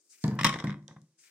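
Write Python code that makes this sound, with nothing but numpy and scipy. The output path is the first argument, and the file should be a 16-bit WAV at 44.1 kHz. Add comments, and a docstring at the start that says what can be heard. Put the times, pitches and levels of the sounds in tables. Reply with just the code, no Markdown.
"""A stiff paper card on a craft mat, close to a stereo microphone in a small quiet room.
First the card hisses softly as it slides off the mat. Fingers flick and pat it as it is turned over,
and hand and card bump the table, which booms in a few low modes. Near 0.45 s the edge clacks down,
then chatters as it drags over the mat. A last faint slide follows at about 1.2 s."""
import sys
import numpy as np
from scipy import signal
from scipy.fft import rfft, irfft
from scipy.io import wavfile
from scipy.ndimage import uniform_filter1d, map_coordinates

SR = 44100
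rng = np.random.default_rng(int(sys.argv[2]) if len(sys.argv) > 2 else 0)


def log_audio(samples):
    """Write samples as a 16-bit WAV file to the path given in sys.argv[1]."""
    # one column per channel
    frames = np.atleast_2d(samples).T
    # limit to full scale, then quantise
    limited = np.clip(frames, -1, 1)
    pcm = np.round(limited * 32767).astype(np.int16)
    wavfile.write(sys.argv[1], SR, pcm)


N = 57330
TIME = np.arange(N) / SR
TOP_HZ = 16000


def undb(db):
    return 10 ** (np.asarray(db) / 20)


def on_log(hz, points):
    """Reads (Hz, value) points on a log-frequency axis."""
    p = np.array(points)
    return np.interp(np.log(hz + 1), np.log(p[:, 0]), p[:, 1])


def pan(left_minus_right_db):
    return undb(np.array([[1], [-1]]) * left_minus_right_db / 2)


def unit(x):
    """Scales to a mean energy of 1 per channel."""
    return x / np.sqrt(np.mean(np.sum(x ** 2, axis=-1)))


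def response(db_at, size=1024):
    """Minimum-phase impulse response of a dB-over-frequency curve."""
    cepstrum = irfft(np.log(undb(db_at(np.arange(size // 2 + 1) * SR / size))))
    cepstrum[1:size // 2] *= 2
    cepstrum[size // 2 + 1:] = 0
    return irfft(np.exp(rfft(cepstrum)))[None]


def through(x, impulse):
    return signal.fftconvolve(x, impulse, axes=-1)[:, :x.shape[1]]


def highpass(order, hz):
    return signal.butter(order, hz, "high", fs=SR, output="sos")


def noise(size, wide_hz=4200):
    """Stereo noise, alike in the bass and unrelated in the treble."""
    mid, side = rfft(rng.standard_normal((2, size)))
    hz = np.arange(len(mid)) * SR / size
    apart = hz / np.hypot(hz, wide_hz)
    return irfft((mid + np.array([[1], [-1]]) * apart * side) / np.sqrt(1 + apart ** 2), size)


def hiss(colour):
    """Steady coloured noise of rms 1."""
    return unit(through(noise(N), response(lambda hz: on_log(hz, colour)))) * np.sqrt(N)


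def scuff(decay_ms, db_at, attack_s=.0012, size=4096):
    """A brief burst of tiny contacts with the given colour."""
    t = TIME[:size]
    shape = (1 - np.exp(-t / attack_s)) * np.exp(-t * 1000 / decay_ms)
    return unit(through(noise(size) * shape, response(db_at)))


def add_hit(out, start, db, hit, mean_s=.005):
    """Mixes in a unit-energy hit; db is its level averaged over mean_s."""
    i = int(start * SR)
    out[:, i:i + hit.shape[1]] += undb(db) * np.sqrt(mean_s * SR) * hit[:, :N - i]


def ringing(modes):
    """Sum of decaying sines."""
    return sum(undb(db) * np.sin(2 * np.pi * hz * TIME) * np.exp(-np.log(1000) * TIME / t60)
               for hz, db, t60 in modes)[None]


# The quiet at the microphone. Each row: frequency in Hz, relative level in dB.
BACKGROUND_COLOUR = [(30, -15.5), (150, -3.5), (330, 6), (700, -12.5), (2000, -13.5), (3500, -12.5),
                     (6000, -6), (9000, -10), (12000, -21.5), (16000, -25.5)]


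def background():
    """A very faint, steady hiss under everything."""
    return undb(-78) * hiss(BACKGROUND_COLOUR)


# The small room around the table. Each row: frequency in Hz, time to fall 60 dB in seconds.
ROOM_DECAY = [(200, 0.5), (1000, 0.33), (3000, 0.26), (8000, .33), (15000, 0.12)]


def room(dry, tail_db, bands=9):
    """Adds the room's tail, which dies sooner in the treble."""
    hz = np.arange(N // 2 + 1) * SR / N
    spectrum, centres = rfft(noise(N)), np.geomspace(100, TOP_HZ, bands)
    tail = 0
    for centre, weights in zip(centres, np.eye(bands)):
        band = irfft(spectrum * on_log(hz, np.c_[centres, weights]), N)
        tail += band * np.exp(-np.log(1000) * TIME / on_log(centre, ROOM_DECAY))
    build_up = 1 - np.exp(-TIME / .006)
    return dry + undb(tail_db) * through(dry, unit(tail * build_up))


# The card sliding, left of the microphone.
# Each row: start in seconds, length in seconds, hiss level in dB, rub level in dB.
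SLIDES = [(-.02, .035, -70, -111), (0.032, 0.068, -71, -111), (0.09, 0.037, -56.5, -80),
          (0.118, 0.036, -61, -68), (0.169, 0.022, -64, -70.5), (0.201, 0.044, -57.5, -68.5),
          (1.176, 0.046, -61.5, -74), (1.221, 0.045, -63, -66.5), (1.262, 0.018, -69.5, -65),
          (1.287, .03, -72, -65)]
# The hiss and the rub from close by. Each row: frequency in Hz, relative level in dB.
FIBRE_COLOUR = [(200, -33), (950, -30.5), (2380, -27), (3500, -19.5), (5000, -3), (7600, 0), (9900, -5.5),
                (11300, -32.5), (13000, -9.5), (16000, -16)]
RUB_COLOUR = [(200, -36.5), (1100, -18.5), (1400, -9), (2400, -1.5), (3000, -8), (5000, -10.5),
              (9000, -31.5)]


def slides(attack_s=.017, release_s=.022, swell_s=.064, grain_hz=278, rough_db=.5):
    """Paper fibres drag over the mat: a grainy hiss, with a lower rub where the card presses harder."""
    hiss_level = rub_level = 0
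    for start, length, hiss_db, rub_db in SLIDES:
        rise = np.clip((TIME - start) / attack_s, 0, 1)
        speed = rise * np.exp(-np.maximum(TIME - start - length, 0) / release_s)
        hiss_level = np.hypot(hiss_level, undb(hiss_db) * speed)
        rub_level = np.hypot(rub_level, undb(rub_db) * speed)
    grain = np.interp(TIME * grain_hz, np.arange(N), rng.standard_normal(N))
    fibres = hiss(FIBRE_COLOUR)
    finest = signal.sosfiltfilt(highpass(4, 10500), fibres)
    # The finest hiss builds up only as the card gathers speed.
    step = 1 / (swell_s * SR)
    swell = signal.lfilter([step], [1, step - 1], hiss_level) * undb(2.5)
    friction = (fibres - finest) * hiss_level + finest * swell + hiss(RUB_COLOUR) * rub_level
    return friction * undb(rough_db * grain) * pan(5)


# Fingertips on the paper, close up.
# Each row: start in seconds, relative level in dB, pitch in Hz, decay in milliseconds.
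FLICKS = [(.2390, -34.5, 4900, 1), (0.261, -52.5, 8000, 3.5), (0.279, -41, 5000, 1.1),
          (.3100, -57, 5000, 1.5), (0.352, -58, 9000, 2.5), (0.643, -51.5, 7500, 6), (.8800, -44, 4940, .6),
          (1.016, -62.5, 5930, 0.96)]


def flicks(octave_fall_db=20):
    """Bright ticks as the paper slips off a fingertip."""
    out = np.zeros((2, N))
    for start, db, pitch, ms in FLICKS:
        tick = scuff(ms, lambda hz: -np.minimum(octave_fall_db * abs(np.log2((hz + 1) / pitch)) ** 3, 44))
        add_hit(out, start, db, tick)
    return room(out * undb(-3), tail_db=-9.5)


# Pats on the mat in front of the microphone. Each row: start in seconds, relative level in dB.
PATS = [(.2398, -26.5), (.2792, -33.5), (.3100, -37.5), (.3325, -42), (0.364, -42), (.4915, -37.5),
        (0.527, -45), (.6000, -38), (0.559, -34.5), (.6405, -30), (.8830, -46)]
# Their dull tone. Each row: frequency in Hz, relative level in dB.
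PAT_COLOUR = [(40, -15.5), (150, -6.5), (400, -2.5), (600, -4), (830, -4.5), (950, 2), (1100, -8),
              (1400, -11.5), (1800, -10), (2800, -23.5), (8000, -42)]


def pats(decay_ms=6.8):
    """Fingers and the flat of the card land softly on the mat."""
    out = np.zeros((2, N))
    for start, db in PATS:
        add_hit(out, start, db, scuff(decay_ms, lambda hz: on_log(hz, PAT_COLOUR)))
    return room(out * undb(-6), tail_db=-2.5)


# Hand and card bumping the table, near the microphone.
# Each row: start in seconds, relative level in dB, contact time in milliseconds.
BUMPS = [(.2400, -17, 2.88), (0.279, -20, 3.8), (.3240, -20.5, 4.1), (0.411, -25, 3.4), (.4470, -21, 1.2),
         (0.464, -42, 1.1), (0.4924, -37.5, 1.5), (.5580, -36, 1.3), (.6400, -23.5, 2.16),
         (.6740, -23, 3.32), (.6900, -28.5, 2.5), (.7540, -38, 3.1), (0.909, -45, 2.97),
         (.9630, -45.5, 3.4), (1.019, -52.5, 2.66)]
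# The table's modes. Each row: frequency in Hz, relative level in dB, time to fall 60 dB in seconds.
TABLE_MODES = [(77, -16.5, 0.33), (131.24, -3.5, 0.5), (148.7, -1, .36), (161.84, 0, 0.47),
               (203.76, 1.5, 0.22), (225, -6.5, 0.32), (276.4, -17, 0.6), (281.2, -6.5, 0.2),
               (332.2, -15, 0.9), (408, -21.5, 0.13), (496, -22, .22)]


def table_boom(bass_cut_hz=149):
    """Each bump is a short push on the table top; a softer one reaches only the lowest modes."""
    push = np.zeros((1, N))
    for start, db, ms in BUMPS:
        contact_s = ms / 1000
        half_sine = np.sin(np.pi * np.clip((TIME - start) / contact_s, 0, 1))
        area = 2 / np.pi * contact_s * SR
        push -= undb(db) * half_sine / area
    vibration = through(push, ringing(TABLE_MODES))
    boom = signal.sosfilt(highpass(3, bass_cut_hz), vibration)  # the deepest bass barely radiates
    return room(boom * undb(-4) * pan(.8), tail_db=-16.5)


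# Close to the microphone, the edge clacks as it lands and chatters as it catches on the mat. Each row:
# start in seconds, relative level in dB, tilt above 1 kHz in dB per octave, decay in milliseconds.
CLACKS = [(.3888, -23, -3.5, 8.8), (.4000, -34, -5, 1.8), (.4103, -25, -0.5, 2.8), (.4330, -26, 0, 1.8),
          (.4447, -13, 2, 2.3), (.4490, -13, 0.5, 2.5), (.4555, -22, -3.5, 2), (.4618, -23.5, -3, 2),
          (.4655, -20, 1, 2), (.4700, -21, -0.5, 2.2), (.4790, -32, -2.5, 2.4), (.4910, -23.5, -1, 3.6),
          (.5030, -34.5, -11, 3)]
CHATTER = [(.5260, -30.5, -1.5, 2.7), (.5340, -37.5, 2.5, 5.3), (.5400, -27.5, -0.5, 2.3),
           (.5580, -33.5, -6, 3.5), (.5625, -39.5, -1, 3.2), (.5868, -36, 2.5, 2.9), (.5925, -40, 0, 3.5),
           (.5995, -33, 1.5, 2.8), (.6235, -40, -5, 1.54), (.6405, -37.5, 0, 1.1),
           (.6705, -34.5, -1.5, 1.96), (.6768, -39.5, -1, 5.8), (.6948, -35, -1.5, 1.15),
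           (.7042, -38.5, -0.5, 1.43), (.7165, -40, -7, 1.6), (.7248, -42.5, -5, 2.4),
           (.7415, -43, -8, 1.8), (.7770, -65, -20, 3.4), (.8260, -67.5, 2.5, 2.7), (.9080, -50, -9, 4.65),
           (.9625, -49, -11, 4.46)]
# The tone of each. Each row: frequency in Hz, relative level in dB.
CLACK_COLOUR = [(150, -16), (450, -12), (800, -13), (1170, 3), (1550, -9.5), (2000, -2.5), (2700, -13.5),
                (3500, -7), (4500, -18.5), (5400, -9), (6300, -20.5), (7600, -20), (9500, -23),
                (11000, -40.5), (14000, -28.5), (16000, -39.5)]
CHATTER_COLOUR = [(150, -15.5), (600, -11), (850, -16.5), (1100, -0.5), (1500, -9.5), (2050, 2),
                  (2650, -21), (3600, -6), (4400, -22), (5400, -12.5), (6300, -19.5), (8500, -27),
                  (11000, -57), (14000, -45), (16000, -53)]
# What a hard tap sets ringing.
# Each row: frequency in Hz, relative level in dB, time to fall 60 dB in seconds.
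TAP_MODES = [(968, -11.5, 0.24), (949, -9, .15), (1049, -1, 0.38), (1097, -1, 0.27), (1116, 3, 0.15),
             (1170, -4, .07), (1405, -5.5, 0.042), (1561, -9, .26), (1988, 0, 0.14), (2202, -9, 0.12),
             (2524, -1, .12), (2720, -2, 0.073), (3110, -9.5, .13), (3230, -1, 0.14), (3200, -10.5, .12),
             (3960, -10.5, .12), (5400, -7.5, 0.092)]
# The edge sits a little to the left. Each row: frequency in Hz, left minus right in dB.
EDGE_PAN = [(500, 4), (1100, -1), (2200, 2.5), (5000, 4), (9000, 5), (13000, 4)]


def card_edge(hits, colour, ring_db, scatter_db, tail_db, full_blow_db=-12, scatter_s=.01):
    """Each contact of the edge scuffs, leaves a short ring and scatters off the things on the table."""
    scuffs, blows = np.zeros((2, N)), np.zeros((1, N))
    for start, db, tilt, ms in hits:
        contact = scuff(ms, lambda hz: on_log(hz, colour) + tilt * np.log2(np.maximum(hz, 1000) / 2000))
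        add_hit(scuffs, start, db, contact)
        ring_share_db = .3 * min(db - full_blow_db, 0)  # harder blows put more into the ring
        add_hit(blows, start, db + ring_share_db, np.ones((1, 1)))
    ring = signal.sosfilt(highpass(2, 700), through(blows, unit(ringing(TAP_MODES)))) * undb(ring_db)
    scatter = through(scuffs, unit(noise(N) * np.exp(-TIME / scatter_s))) * undb(scatter_db)
    direction = np.vstack([response(lambda hz: side * on_log(hz, EDGE_PAN) / 2) for side in (1, -1)])
    return room(through(scuffs + ring + scatter, direction) * undb(-4), tail_db)


def scene():
    """The card and the table, heard from close by in the room."""
    landing = card_edge(CLACKS, CLACK_COLOUR, ring_db=-4.5, scatter_db=-11, tail_db=-14)
    dragging = card_edge(CHATTER, CHATTER_COLOUR, ring_db=-5, scatter_db=-8.5, tail_db=-15)
    return table_boom() + landing + dragging + pats() + flicks() + slides() + background()


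def record(dry, left_late_s=.00006, bass_hz=257, faint_db=-65.5, window_s=.03, ceiling=.61):
    """The left microphone hears late; the recorder turns down faint bass, rounds peaks, cuts the top."""
    left = map_coordinates(dry[0], [np.arange(N) - left_late_s * SR], mode="mirror")
    pair = np.array([left, dry[1]])
    bass = signal.sosfiltfilt(signal.butter(2, bass_hz, fs=SR, output="sos"), pair)
    bass_power = np.abs(uniform_filter1d(np.mean(bass ** 2, axis=0), int(window_s * SR)))
    gated = pair - .85 * bass / (1 + bass_power / undb(faint_db) ** 2)
    rounded = ceiling * np.tanh(gated / ceiling)
    return signal.sosfilt(signal.ellip(8, .2, 70, TOP_HZ, fs=SR, output="sos"), rounded)


dry = scene()
out = record(dry)
log_audio(out)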